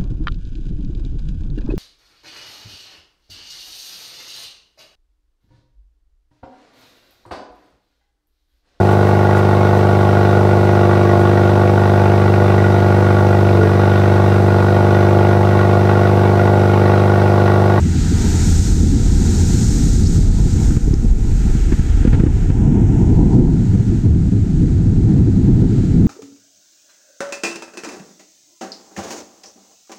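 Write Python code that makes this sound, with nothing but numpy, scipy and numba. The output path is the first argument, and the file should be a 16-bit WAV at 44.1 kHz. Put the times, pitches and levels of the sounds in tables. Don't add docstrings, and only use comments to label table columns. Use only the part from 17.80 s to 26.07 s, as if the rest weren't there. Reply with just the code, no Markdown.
import sys
import numpy as np
from scipy import signal
from scipy.fft import rfft, irfft, next_fast_len
from scipy.io import wavfile
from scipy.ndimage import uniform_filter1d
from numba import njit

SR = 44100
rng = np.random.default_rng(int(sys.argv[2]) if len(sys.argv) > 2 else 0)


def voltage_ratio(level):
    return 10 ** (np.asarray(level, float) / 20)


def transcribe(u):
    v = np.clip(np.atleast_2d(u).T, -1, 1)
    q = np.round(v * 32767).astype(np.int16)
    wavfile.write(sys.argv[1], SR, q)


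N = 364707

# time in seconds, level in dB.
DRONE_LEVEL = [(0, -25), (1.5, -20.5), (2.3, -19), (3.5, -26), (4.2, -28.5), (5, -38), (8.27, -32)]
DRONE_RATIOS = [4, 5.23, 6, 7, 8, 9, 11, 13, 15, 16, 17, 25]
PARTIAL_LEVELS = [0, -2.5, -4.5, -0.5, -6, -5.5, -13.5, -17.5, -20.5, -24.5, -28.5, -30.5]
# time in seconds, level in dB.
HULL_HUM = [(0.0, -17), (0.4, -18), (0.75, -11.5), (1.0, -15), (1.2, -23.5), (1.45, -12), (1.75, -13),
            (1.95, -24.5), (2.6, -24.5), (3.0, -45.5)]
# start in seconds, level in dB, start pitch in Hz,
# end pitch in Hz, length in seconds.
SPRAY_DROPS = [(2.233, -35, 4140, 4650, 0.0051), (2.247, -30.5, 4030, 6440, 0.046),
               (2.737, -39, 4400, 5140, 0.0056), (3.139, -28.5, 4500, 6500, 0.0049)]
# time in seconds,
# hiss level in dB, wash level in dB, splash against hiss in dB.
SPRAY_SWELL = [(0.0, -39.5, -39.5, -9), (0.15, -38.5, -41.5, -4), (0.46, -30.5, -34.5, -6.5),
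               (0.7, -28, -36, -8), (0.93, -32, -41, -7), (1.23, -36.5, -43, -6.5),
               (1.62, -29, -37.5, -8.5), (1.98, -31, -41, -8.5), (2.17, -35, -44.5, -8),
               (2.37, -33.5, -42, -8), (2.5, -38.5, -45, -5), (2.87, -35.5, -41.5, -9),
               (3.17, -46, -49, -7.5), (3.7, -42, -42.5, -6.5), (4.3, -45, -40, -6),
               (4.73, -49.5, -47, -8.5), (5.0, -47.5, -44, -17), (5.35, -47.5, -46, -5.5),
               (6.6, -51, -50, -4.5), (8.27, -49.5, -47, -2)]
# time in seconds, change in dB.
FIZZ_CHANGE = [(2.5, -2), (3.2, 0), (4.0, 0), (4.5, -1), (8.27, -1)]
# frequency in Hz, relative level in dB.
WASH_SPECTRUM = [(1050, -22), (1200, 3.5), (1400, 5), (1700, 2), (2700, -3.5), (3300, -6), (4200, -14.5)]
SPLASH_SPECTRUM = [(2600, -20.5), (3300, -6.5), (3900, 0), (4800, -1), (5800, -17)]
HISS_SPECTRUM = [(4200, -26.5), (5200, -4), (6900, 1), (8400, -5), (9500, -17.5), (10800, -24),
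                 (12000, -46.5)]
FIZZ_SPECTRUM = [(6180, -53.5), (10500, -17), (11100, 0), (12500, 8), (14600, 0), (15100, -1)]
# start in seconds, swing level in dB, pitch in Hz,
# crack level in dB, length of the swing in cycles.
EDDY_THUMPS = [(2.903, -2, 206, -43.5, 0.45), (2.915, -6, 193, -49, 0.53), (2.963, 0, 159, -43, 0.67),
               (3.075, -4, 230, -58, 0.52), (3.106, -1, 147, -54, .4), (3.131, -5, 286, -47, 1.03),
               (3.24, -4, 200, -55, 0.81), (3.747, -8.5, 228, -47, 0.7), (3.918, -4, 298, -35.5, 1.03),
               (3.99, -1, 147, -55, 0.43), (4.247, 5.5, 277, -38.5, 0.7), (4.27, 2, 228, -36, 0.94),
               (4.328, 4, 195, -33, 0.42), (4.341, -0.5, 205, -35.5, 0.65), (4.396, 5.5, 184, -35.5, 0.7),
               (4.433, 5.5, 282, -44.5, 0.64), (4.46, -1.5, 301, -39, 1.16), (4.698, -2.5, 222, -41, 0.47)]
# centre in seconds, length in seconds, depth in dB.
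LEVEL_DIPS = [(0.102, .05, -0.5), (2.704, 0.054, -11), (3.005, 0.054, -21), (3.803, 0.035, -8),
              (3.968, .03, -19), (4.044, 0.066, -8), (5.858, 0.038, -6.5), (6.047, .07, -6.5),
              (6.507, 0.016, -17), (8.085, 0.11, -5.5)]
# time in seconds, slow heave in dB, buffet in dB,
# buffet centre in Hz, flutter in dB, rasp in dB.
WIND_COURSE = [(0.0, -17, -18.5, 97, -19.5, -48), (0.45, -14, -17.5, 95.3, -22, -37),
               (1.1, -13.5, -18, 99.8, -19, -45), (1.6, -16, -15, 97, -18, -39.5),
               (2.3, -11, -15.5, 93.4, -23, -47.5), (2.85, -10.5, -13.5, 89, -20, -43),
               (3.15, -10.5, -22.5, 87, -34.5, -51), (3.7, -10, -16.5, 74.6, -22, -44.5),
               (4.1, -6, -21.5, 83.7, -29, -48), (4.35, -11.5, -13, 98.7, -19.5, -34.5),
               (4.65, -11, -17.5, 92.4, -23, -46.5), (4.95, -12, -9.5, 118, -13.5, -35),
               (5.6, -9, -8.5, 98.8, -6, -32.5), (5.76, -14, -13, 107, -16.5, -44),
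               (6.3, -18, -10, 99.4, -18, -57.5), (7.1, -16, -11, 100, -16, -54),
               (7.8, -14, -11, 106.6, -11, -47), (8.27, -14.5, -11, 102.4, -12.5, -51)]
# frequency in Hz, relative level in dB.
FLUTTER_SPECTRUM = [(90, -25.5), (140, -0.5), (237, -3), (320, -7.5), (410, -19), (450, -38), (520, -50.5),
                    (560, -71)]
RASP_SPECTRUM = [(520, -10), (600, 2), (630, -10.5), (760, -1.5), (870, -3), (990, -5.5), (1090, -14.5)]
EDGE_SPECTRUM = [(300, 0.5), (380, 1), (430, -4), (510, -15.5), (560, -37.5)]


def unit(x):
    return x / np.sqrt(np.mean(x ** 2))


def columns(table):
    seconds, *rest = np.transpose(table)
    return [np.interp(np.arange(N) / SR, seconds, column) for column in rest]


def coloured(spectrum):
    size = next_fast_len(N)
    hz, db = np.transpose(spectrum)
    bins_hz = np.arange(size // 2 + 1) * SR / size
    gain = voltage_ratio(np.interp(np.log(bins_hz + 1), np.log(hz), db, -120, -120))
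    return unit(irfft(rfft(rng.standard_normal(size)) * gain, size)[:N])


def walk(rate):
    hold = int(SR / rate)
    steps = np.repeat(rng.standard_normal(N // hold + 1), hold)
    return unit(uniform_filter1d(uniform_filter1d(steps, hold), hold)[:N])


@njit
def band(x, hz, k):
    y, b, l = np.empty(len(x)), 0., 0.
    for i in range(len(x)):
        g = np.tan(np.pi * hz[i] / SR)
        v = (b + g * (x[i] - l)) / (1 + g * (g + k))
        b, l, y[i] = 2 * v - b, l + 2 * g * v, k * v
    return y


@njit
def follow(x, attack, release):
    e, y = .2, np.empty(len(x))
    for i in range(len(x)):
        e += (abs(x[i]) - e) * (attack if abs(x[i]) > e else release)
        y[i] = e
    return y


def twice(hz, share):
    return unit(band(band(rng.standard_normal(N), hz, share), hz, share))


def drone():
    shaft_hz, waver_db = 31.95, 1.5
    turns = 2 * np.pi * shaft_hz * np.cumsum(1 + .001 * walk(3.)) / SR
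    tones = np.zeros(N)
    for ratio, db in zip(DRONE_RATIOS, PARTIAL_LEVELS):
        start_phase = 2 * np.pi * rng.random()
        tones += voltage_ratio(db + waver_db * walk(5.9)) * np.sin(ratio * turns + start_phase)
    return voltage_ratio(columns(DRONE_LEVEL)[0]) * unit(tones)


def hull_hum():
    centre_hz = 83.5
    drift, waver_db = .006 * walk(11.), 1.5 * walk(11.5)
    phase = 2 * np.pi * np.cumsum(centre_hz * (1 + drift)) / SR
    return np.sqrt(2) * voltage_ratio(columns(HULL_HUM)[0] + waver_db) * np.sin(phase)


def drops():
    out = np.zeros(N)
    for start, db, start_hz, end_hz, length in SPRAY_DROPS:
        i, size = int(start * SR), max(int(length * SR), 16)
        glide = np.linspace(start_hz, end_hz, size)
        chirp = band(band(rng.standard_normal(size), glide, 0.38), glide, 0.38)
        out[i:i + size] += voltage_ratio(db) * np.hanning(size) * unit(chirp)
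    return out


def spray():
    hiss_db, wash_db, splash_db = columns(SPRAY_SWELL)
    fizz_db = hiss_db - 18.5 + columns(FIZZ_CHANGE)[0]
    ranges = ((hiss_db, HISS_SPECTRUM), (wash_db, WASH_SPECTRUM),
              (hiss_db + splash_db, SPLASH_SPECTRUM), (fizz_db, FIZZ_SPECTRUM))
    common_swell = voltage_ratio(0.7 * walk(11.0))
    return common_swell * sum(voltage_ratio(db + 0.18 * walk(14.)) * coloured(colour) for db, colour in ranges)


def thumps():
    out = np.zeros(N)
    t = np.arange(int(.05 * SR)) / SR
    rise = np.sin(np.pi / 2 * np.minimum(t / .002, 1)) ** 2
    rattle = 2.94 * t / 0.003 * np.exp(-t / 0.0053)
    crack = twice(np.full(N, 1250.), 1.07)
    for start, db, hz, crack_db, cycles in EDDY_THUMPS:
        i = int(start * SR)
        turn = t * hz - 1.465 * cycles
        swing = np.exp(-(turn / cycles) ** 2) * np.cos(2 * np.pi * turn - .8)
        late = turn - .6
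        push = 1.1 * np.exp(-(late / 0.78) ** 2) * np.sin(2 * np.pi * 0.36 * late)
        out[i:i + len(t)] += voltage_ratio(db) * rise * (swing - push)
        out[i:i + len(t)] += voltage_ratio(crack_db) * rattle * crack[i:i + len(t)]
    return out


def level_dips():
    t = np.arange(N) / SR
    return sum(db * np.exp(-((t - s) / (length / 2)) ** 2) for s, length, db in LEVEL_DIPS)


def wind():
    heave_db, buffet_db, centre_hz, flutter_db, rasp_db = columns(WIND_COURSE)
    gusts_per_s, heave_gust_db, buffet_gust_db = 11., 1.5, 2
    bursts = walk(45.)

    heave_hz = 0.39 * centre_hz
    heave = voltage_ratio(heave_db + heave_gust_db * walk(gusts_per_s)) * twice(heave_hz, 1.295)

    centre_hz = centre_hz * np.exp(0.047 * walk(gusts_per_s))
    upper_share = (centre_hz / 135) ** 2.5
    lobes = unit(twice(centre_hz, 0.53) + upper_share * twice(1.749 * centre_hz, 0.3))
    buffet = voltage_ratio(buffet_db + buffet_gust_db * walk(gusts_per_s) + 1.1 * bursts) * lobes

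    flutter = voltage_ratio(flutter_db + 2.5 * bursts + 1.57 * walk(25.)) * coloured(FLUTTER_SPECTRUM)

    flicker_db = 1.4 * walk(30.)
    rasp_noise = coloured(RASP_SPECTRUM) + voltage_ratio(7.5) * coloured(EDGE_SPECTRUM)
    rasp = voltage_ratio(rasp_db + 0.38 * bursts + flicker_db) * rasp_noise
    return voltage_ratio(level_dips()) * (heave + buffet + flutter) + rasp


def scene():
    return (drone() + hull_hum() + drops() + spray() + thumps() + wind())[None]


def top_cut(x):
    return signal.sosfilt(signal.butter(12, 15260, fs=SR, output="sos"), x)


def record(dry):
    envelope = follow(dry[0], 1 / (0.0038 * SR), 1 / (.07 * SR))
    level = signal.lfilter([1 / (0.0036 * SR)], [1, 1 / (0.0025 * SR) - 1], envelope)
    gain = voltage_ratio(1.0) * (0.25 / np.maximum(level, .35)) ** .5
    ducked = gain * dry

    split_hz, treble_hz, ceiling = 508, 610, .8
    rounded = ceiling * np.tanh(ducked / ceiling)
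    low_pass = signal.ellip(7, .5, 55, split_hz, fs=SR, output="sos")
    high_pass = signal.ellip(8, .5, 55, treble_hz, "high", fs=SR, output="sos")
    bass = signal.sosfilt(low_pass, rounded)
    treble = signal.sosfilt(high_pass, ducked)
    treble = treble - 0.5 * band(treble[0], np.full(N, 1115.), 0.2)
    between = voltage_ratio(-8.5) * band(ducked[0], np.full(N, 562.), .14)
    return top_cut(bass + treble + between)


dry = scene()
out = record(dry)
transcribe(out)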